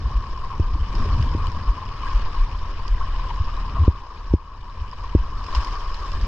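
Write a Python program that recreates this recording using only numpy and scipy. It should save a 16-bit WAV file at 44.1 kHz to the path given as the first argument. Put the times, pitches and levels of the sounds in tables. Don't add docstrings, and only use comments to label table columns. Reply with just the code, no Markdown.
import sys
import numpy as np
from scipy import signal
from scipy.fft import rfft, irfft
from scipy.io import wavfile
from scipy.ndimage import uniform_filter1d, minimum_filter1d

SR = 44100
rng = np.random.default_rng(int(sys.argv[2]) if len(sys.argv) > 2 else 0)


def digitize_waveform(pressure):
    field = np.atleast_2d(pressure).T
    bounded = np.clip(field, -1, 1)
    quanta = np.round(bounded * 32767).astype(np.int16)
    wavfile.write(sys.argv[1], SR, quanta)


N = 276507
TIME = np.arange(N) / SR
FREQ = np.fft.rfftfreq(N, 1 / SR)

# (time [s], relative sway level [dB], relative judder level [dB])
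RIDE_SHAKING = [(0, -35, -31.5), (.35, -25.5, -40.5), (.85, -25.5, -34.5), (1.15, -20, -26),
                (1.5, -30, -33.5), (1.95, -31, -40), (2.25, -21.5, -39.5), (2.7, -30, -41),
                (3, -22.5, -39.5), (3.6, -27, -38.5), (3.82, -25, -27), (4.05, -31.5, -47.5),
                (4.6, -30.5, -39.5), (5.4, -24, -38.5), (5.95, -28.5, -49.5), (6.27, -22, -31)]
# (time [s], relative peak level [dB], frequency [Hz])
LURCHES = [(0.062, -12.5, 58), (0.168, -12, 47), (0.662, -13.5, 32), (0.747, -14, 59), (.811, -14, 66),
           (1.125, -10, 40), (1.205, -12.5, 100), (1.696, -9.5, 42), (2.164, -9, 38), (2.417, -8.5, 30),
           (2.931, -8.5, 35), (3.411, -13.5, 78), (3.804, -9, 80), (3.83, -10, 78.7), (4.32, -12.5, 56),
           (4.822, -14.5, 69), (5.198, -10.5, 47), (5.581, -8.5, 55), (6.241, -16, 47)]
# (time [s], relative knock level [dB], relative level of the body's thump [dB])
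JOINTS = [(0.5974, -12, -6), (1.349, -13.5, -14), (3.8789, -4, 4), (4.3376, 7.5, 4), (5.1501, 1.5, -0.5)]
# (frequency [Hz], relative level [dB], 60 dB decay time [s], left-right level [dB])
MOUNT_MODES = [(202, 5, .017, 0), (301, 5.5, 0.016, 0.5), (438, -6.5, 0.007, 14)]
# (time [s], relative level [dB], bubble pitch [Hz], left-right level of the bubble [dB], spatter decay [s])
DROPS = [(0.375, -45, 5350, -4.5, .003), (.952, -33, 5100, -14, 0.0021), (1.2254, -32.5, 4920, 0, 0.0024),
         (1.469, -31.5, 3000, 16, 0.0017), (1.518, -35, 5150, -3, .001), (2.88, -32.5, 4780, -7, .0027),
         (3.567, -36.5, 3900, 2, 0.00071), (4.913, -39, 5000, -28, 0.00056), (5.441, -34, 4550, -4, .001),
         (5.466, -33.5, 5170, -14, 0.0016), (5.527, -32.5, 3780, 3, 0.0009), (5.549, -29, 5020, -17, .016),
         (5.647, -31, 4870, -3, .003), (5.671, -38, 5200, -7, 0.0046), (5.944, -31.5, 4120, -3, 0.0013)]
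# (time [s], peak level before panning [dB], pitch [Hz], pitch glide [octaves/s])
LARGE_BUBBLES = [(0.753, -33.5, 302, 6), (.94, -34, 323, 8), (0.996, -26, 250, -12), (1.054, -30.5, 398, 7),
                 (1.208, -31.5, 231, -1), (1.264, -35, 243, -5), (1.568, -32, 212, -2),
                 (2.068, -32, 1590, 3), (3.012, -34.5, 1213, 22.5), (3.765, -34.5, 670, 0)]
# (time [s], relative peak level [dB], pitch [Hz])
HARD_SLAPS = [(.057, -21.5, 1065), (.119, -21, 1070), (0.376, -20.5, 1030), (.507, -19.5, 1100),
              (1.002, -19, 1064), (1.275, -21, 1050), (1.716, -23.5, 1000), (2.034, -14, 1063),
              (2.058, -21, 1126), (2.095, -17, 1070), (2.269, -18, 1030), (2.851, -21, 1055),
              (3.01, -15, 1080), (3.195, -20, 1106), (3.681, -24, 1000), (3.836, -23.5, 1110),
              (4.93, -20.5, 1090), (5.041, -16, 1090), (5.331, -24, 1050), (5.548, -12.5, 1020),
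              (5.769, -20.5, 1170)]
# (time [s], level above usual [dB])
FLOW = [(0, -2), (.78, -2), (.9, 0), (.98, 4), (1.25, 3), (1.6, -0.2), (1.95, 0), (2.1, 4), (2.55, -1),
        (3.15, 0.8), (3.75, -0.5), (4.55, -1.5), (5.05, 2.5), (5.35, -.5), (5.5, 2.5), (5.57, 7), (5.82, 2),
        (6.27, 3)]
# (time [s], level above usual [dB])
DRUMMING = [(0, -8), (.15, .5), (.3, -3.5), (.55, 0.5), (.8, -3.5), (1, 1.5), (1.33, 3), (1.55, 1.5),
            (2.15, 1.5), (2.38, 1), (2.55, -2), (3.15, -0.5), (3.55, -1), (3.78, 2.5), (4.2, 0), (5.4, 1.5),
            (5.58, 5), (6.27, -1.5)]
# (time [s], gain of its treble over its lower part [dB])
FINENESS = [(0, -2.5), (.7, -3.5), (1.2, -2.5), (2, -5), (3.8, -4.5), (4.3, -2.5), (5.2, -4), (5.6, 0.5),
            (6.27, -1.5)]
# (start [s], length [s], swell of the slosh [dB])
WAVES = [(.93, 0.14, 5), (1.19, .2, 0.5), (3.65, .2, 1.5), (6.19, .08, 1.5)]

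# (frequency [Hz], gain [dB])
SWAY_COLOUR = [(5, 0.5), (18, -10), (32, 2), (50, -8), (75, -14.5), (150, -53.5), (400, -92)]
JUDDER_COLOUR = [(25, -29), (55, -5), (80, 1.5), (110, -6), (150, -15), (300, -25), (800, -82)]
SLOSH_COLOUR = [(60, -13.5), (170, -8), (300, -2.5), (430, 0), (600, -3.5), (800, -9), (1300, -6),
                (3000, -69.5)]
WASH_COLOUR = [(400, -30), (800, -9), (1350, -5.5), (1620, 3.5), (1850, -3), (2100, -28.5), (2500, -14.5),
               (4000, -49.5)]
FIZZ_COLOUR = [(3000, -18.5), (6500, 9), (8600, -13), (9400, 5.5), (10500, -10.5), (11800, -7.5),
               (12600, -21), (14000, -40.5)]
# (frequency [Hz], gain [dB])
LEFT_PORT = [(1000, -6.5), (2050, -4), (2450, 2), (2750, -2.5), (2980, 3.5), (3300, -4), (3750, -5),
             (4050, -3), (4600, -7.5), (5200, -12.5), (6000, -20), (6600, -17), (7800, -19), (8700, -36)]
RIGHT_PORT = [(1000, -27), (1900, -2.5), (2500, -12.5), (3000, -7.5), (3400, -9.5), (4000, -8), (4500, -1),
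              (4800, -2.5), (5130, 2.5), (5650, -4.5), (6300, -12.5), (7300, -24), (8000, -48), (9000, -38)]
# (frequency [Hz], shared share of the amplitude [0 to 1])
PORT_LIKENESS = [(1300, 0.52), (2000, 0.44), (2300, 0.36), (2700, .5), (3000, .88), (3400, 0.61),
                 (4000, 0.67), (4400, 0.61), (4750, 0.27), (5300, 0.25), (6500, 0.46), (8000, .15)]
# (frequency [Hz], lead of the left port [rad])
LEFT_LEAD = [(0, 0), (300, 0), (520, .5), (750, 0), (1300, 0), (1700, -.4), (2150, -2), (2500, -1.9),
             (2800, -.5), (3800, -.6), (4400, -4.2), (4750, -2.3), (5300, -3.8), (6500, -1)]

CASE_HZ, CASE_WIDTH_HZ = 1067.8, 197
BODY_HZ, BODY_T60_S = 74.7, 0.051
LURCH_RISE_CYCLES, LURCH_FALL_CYCLES = 0.82, 0.97
CONTACT_DB, CONTACT_DECAY_S = -29.5, 0.0015
CASE_KNOCK_DB = -35
SMALL_SLAPS_PER_S, SMALL_SLAP_DB = 14, -28.5
LARGE_BUBBLE_RING_S = 0.0044
WAVE_RISE_S, WAVE_FALL_S = 0.035, 0.22
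SLOSH_DB, RING_DB, WASH_DB, GURGLE_DB = -48, -38, -52.5, -56
SPRAY_DB, MIST_DB, SPATTER_DB = -47, -78.5, -63.5
DROPLET_DB, LAP_DB = -62.5, -57
DROPLET_SIDE_DB = -4.5
SLOSH_GROWTH, WASH_GROWTH, MIST_GROWTH = 0.45, 1, 1.6
CEILING_DB, RECOVERY_DB_PER_S = -2.5, 7.5
EDGE_HZ = 14000


def amp(db):
    return 10 ** (np.asarray(db) / 20)


def unit(x):
    return x / np.sqrt(np.mean(x ** 2) + 1e-20)


def read(points, hz):
    f, value = np.transpose(points)
    return np.interp(np.log(hz + 1), np.log(np.abs(f) + 1), value)


def curves(rows):
    s, *columns = np.transpose(rows)
    return [np.interp(TIME, s, column) for column in columns]


def colour(x, points):
    return irfft(rfft(x) * amp(read(points, FREQ)), N)


def pan(db):
    return amp([[db / 2], [-db / 2]])


def add(mix, s, sound):
    start = max(round(s * SR), 0)
    part = mix[..., start:][..., :sound.shape[-1]]
    part += sound[..., :part.shape[-1]]


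def wander(rate_hz):
    return unit(irfft(rfft(rng.standard_normal(N)) / (1 + (FREQ / rate_hz) ** 4), N))


def resonate(x, hz, width):
    turn = np.exp(2j * np.pi * np.cumsum(hz * np.ones(N)) / SR)
    r = np.exp(-np.pi * width / SR)
    shifted = x / turn + 1e-18
    return 2 * (turn * signal.lfilter([(1 - r) ** 2], [1, -2 * r, r * r], shifted)).real


def patter(per_s, spread_db):
    size = amp(spread_db * np.minimum(rng.exponential(1, N), 4))
    sign = rng.choice([-1, 1], N)
    return unit(size * sign * (rng.random(N) < per_s / SR))


def patchy(x, depth_db):
    z = signal.stft(x, nperseg=256)[2]
    field = uniform_filter1d(rng.standard_normal(z.shape), size=3, axis=-2)
    field = uniform_filter1d(field, size=7, axis=-1)
    return signal.istft(z * amp(depth_db * unit(field)))[1][..., :N]


def ports(a, b):
    same = np.clip(read(PORT_LIKENESS, FREQ), 0, 1)
    right = same * rfft(a) + np.sqrt(1 - same ** 2) * rfft(b)
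    right = right * np.exp(-1j * read(LEFT_LEAD, FREQ))
    return np.array([colour(a, LEFT_PORT), colour(irfft(right, N), RIGHT_PORT)])


def tilt(x, db, pivot_hz=3800):
    low = irfft(rfft(x) / (1 + (FREQ / pivot_hz) ** 6), N)
    return low * amp(-db / 2) + (x - low) * amp(db / 2)


def bubble(hz, ring_s, rise):
    t = np.arange(0, 7 * ring_s, 1 / SR)
    envelope = t / ring_s * np.exp(1 - t / ring_s)
    return envelope * np.sin(2 * np.pi * np.cumsum(hz * 2 ** (rise * t)) / SR)


def gurgle(low_hz, high_hz, per_s, cycles, rise, count=20):
    kinds = [bubble(hz, cycles / hz, rise * rng.uniform(-0.25, 3.9))
             for hz in np.geomspace(low_hz, high_hz, count)]
    out = np.zeros(N)
    for when, kind, size in rng.random((int(per_s * N / SR), 3)):
        add(out, when * N / SR, amp(14 * size) * kinds[int(kind * count)])
    return unit(out)


def rumble():
    sway_db, judder_db = curves(RIDE_SHAKING)
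    out = amp(sway_db + 1.2) * unit(colour(rng.standard_normal(N), SWAY_COLOUR))
    out += amp(judder_db + 2.7) * unit(colour(rng.standard_normal(N), JUDDER_COLOUR))
    for s, db, hz in LURCHES:
        cycles = (TIME - s) * hz
        width = np.where(cycles < 0, LURCH_RISE_CYCLES, LURCH_FALL_CYCLES)
        envelope = np.exp(-np.minimum((cycles / width) ** 2, 20))
        out -= amp(db + 0.2) * envelope * np.cos(2 * np.pi * cycles)
    return out * pan(.8)


def knocks(soft_hz=640, lag_s=0.0016, case_ring_s=.0015):
    t = np.arange(SR // 5) / SR
    out, clicks, case = np.zeros((2, N)), np.zeros((2, N)), np.zeros(N)
    ring = -sum(amp(level - 60 * t / t60) * np.sin(2 * np.pi * hz * t) * pan(side_db)
                for hz, level, t60, side_db in MOUNT_MODES)
    ring *= 1 - np.exp(-t / 0.0022)
    thump = amp(-60 * t / BODY_T60_S) * np.sin(2 * np.pi * BODY_HZ * t)
    thump *= 1 - np.exp(-t / 0.0038)
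    for s, knock_db, thump_db in JOINTS:
        add(out, s - .0008, amp(knock_db) * ring / np.abs(ring).max())
        add(out, s + lag_s, amp(thump_db - 0.5) * thump / np.abs(thump).max() * pan(.6))
        click = np.exp(-t / CONTACT_DECAY_S) * rng.standard_normal((2, len(t)))
        add(clicks, s, amp(knock_db + CONTACT_DB) * click)
        add(case, s - case_ring_s, amp(knock_db + CASE_KNOCK_DB) * bubble(CASE_HZ, case_ring_s, 0))
    padded = signal.sosfilt(signal.butter(6, soft_hz, fs=SR, output="sos"), out)
    return padded + ports(*clicks) + case * pan(3)


def drops(ring_s=0.0013):
    t = np.arange(SR // 12) / SR
    pings, spatter = np.zeros((2, N)), np.zeros((2, N))
    for s, db, hz, side_db, decay_s in DROPS:
        add(pings, s, amp(db - 4.5) * bubble(hz, ring_s, 6.7) * pan(side_db))
        add(spatter, s, amp(db) * np.exp(-t / decay_s) * rng.standard_normal((2, len(t))))
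    return pings + amp(11) * ports(*spatter) + amp(-32.0) * colour(spatter, FIZZ_COLOUR)


def gulps():
    out = np.zeros(N)
    for s, db, hz, rise in LARGE_BUBBLES:
        add(out, s, amp(db) * bubble(hz, LARGE_BUBBLE_RING_S, rise))
    return out * pan(1.8)


def slaps(ring_s=0.003, splash_s=0.0016, detune=.1):
    t = np.arange(SR // 20) / SR
    ring, splash = np.zeros(N), np.zeros((2, N))
    draws = rng.random((int(SMALL_SLAPS_PER_S * N / SR), 3))
    small = [(when * N / SR, SMALL_SLAP_DB - 6 * size, CASE_HZ * (1 + detune * (2 * pitch - 1)))
             for when, size, pitch in draws]
    for s, db, hz in HARD_SLAPS + small:
        add(ring, s - .0005, amp(db - 7.5) * bubble(hz, ring_s, 0.89))
        add(splash, s, amp(db - 22.5) * np.exp(-t / splash_s) * rng.standard_normal((2, len(t))))
    return ring * pan(2.0) + ports(*splash)


def waves():
    swell_db = 0
    for s, length, db in WAVES:
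        rise = np.clip((TIME - s) / WAVE_RISE_S, 0, 1)
        drain = np.exp(-np.maximum(TIME - s - length, 0) / WAVE_FALL_S)
        swell_db = swell_db + db * rise * drain
    return swell_db


def spray(flow_db, surge, spatter_s=0.0014):
    fine_db, = curves(FINENESS)
    foam = [patter(5000, 3.8) + 0.87 * rng.standard_normal(N) + amp(-3.5) * patter(140, 1.8)
            for _ in range(2)]
    hiss = unit(patchy(ports(*foam), depth_db=2.5) * amp(0.98 * surge)) * amp(SPRAY_DB + flow_db)
    clumps = signal.lfilter([1], [1, -np.exp(-1 / (spatter_s * SR))], np.abs(patter(27, 4.5)))
    bursts = ports(*(clumps * rng.standard_normal((2, N))))
    spatter = unit(patchy(bursts, depth_db=6)) * amp(SPATTER_DB + flow_db)
    mist = unit(colour(np.array([patter(700, 5.1) for _ in range(2)]), FIZZ_COLOUR))
    mist = patchy(mist, depth_db=5.5) * amp(MIST_DB + MIST_GROWTH * flow_db + fine_db / 2)
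    return tilt(hiss + spatter, fine_db) + mist


def churn(flow_db, surge):
    slosh = unit(colour(patter(2500, 4.2), SLOSH_COLOUR))
    slosh *= amp(SLOSH_DB + SLOSH_GROWTH * flow_db + waves() + 1.2 * surge)
    drum = unit(patter(4000, 2.1) + rng.standard_normal(N)) * amp(0.92 * surge + 2 * wander(22))
    ring = unit(resonate(drum, CASE_HZ + 30 * wander(18), CASE_WIDTH_HZ))
    ring *= amp(RING_DB + curves(DRUMMING)[0])
    wash = unit(colour(patter(3000, 2.3) * amp(1.4 * surge), WASH_COLOUR))
    wash *= amp(WASH_DB + WASH_GROWTH * flow_db)
    bubbles = gurgle(900, 1900, per_s=70, cycles=4, rise=9) * amp(GURGLE_DB + WASH_GROWTH * flow_db)
    return slosh * pan(1.9) + ring * pan(3.65) + wash * pan(1.8) + bubbles * pan(3)


def water():
    flow_db, = curves(FLOW)
    surge = wander(60)
    rush = churn(flow_db, surge) + spray(flow_db, surge)
    droplets = gurgle(2300, 5700, per_s=45, cycles=2, rise=8) * amp(DROPLET_DB + flow_db)
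    laps = gurgle(170, 520, per_s=40, cycles=.7, rise=4)
    laps *= amp(LAP_DB + SLOSH_GROWTH * flow_db + waves())
    return rush + droplets * pan(DROPLET_SIDE_DB) + laps * pan(2)


def scene():
    return rumble() + knocks() + drops() + gulps() + slaps() + water()


def record(dry):
    over_db = np.maximum(20 * np.log10(np.abs(dry).max(0) + 1e-9) - CEILING_DB, 0)
    recovered = RECOVERY_DB_PER_S * TIME
    gain = amp(recovered - np.maximum.accumulate(over_db + recovered))
    gain = uniform_filter1d(minimum_filter1d(gain, size=61), size=61)
    low_pass = signal.firwin(511, EDGE_HZ, window=("kaiser", 9), fs=SR)
    return signal.oaconvolve(dry * gain, low_pass[None], "same")


dry = scene()
out = record(dry)
digitize_waveform(out)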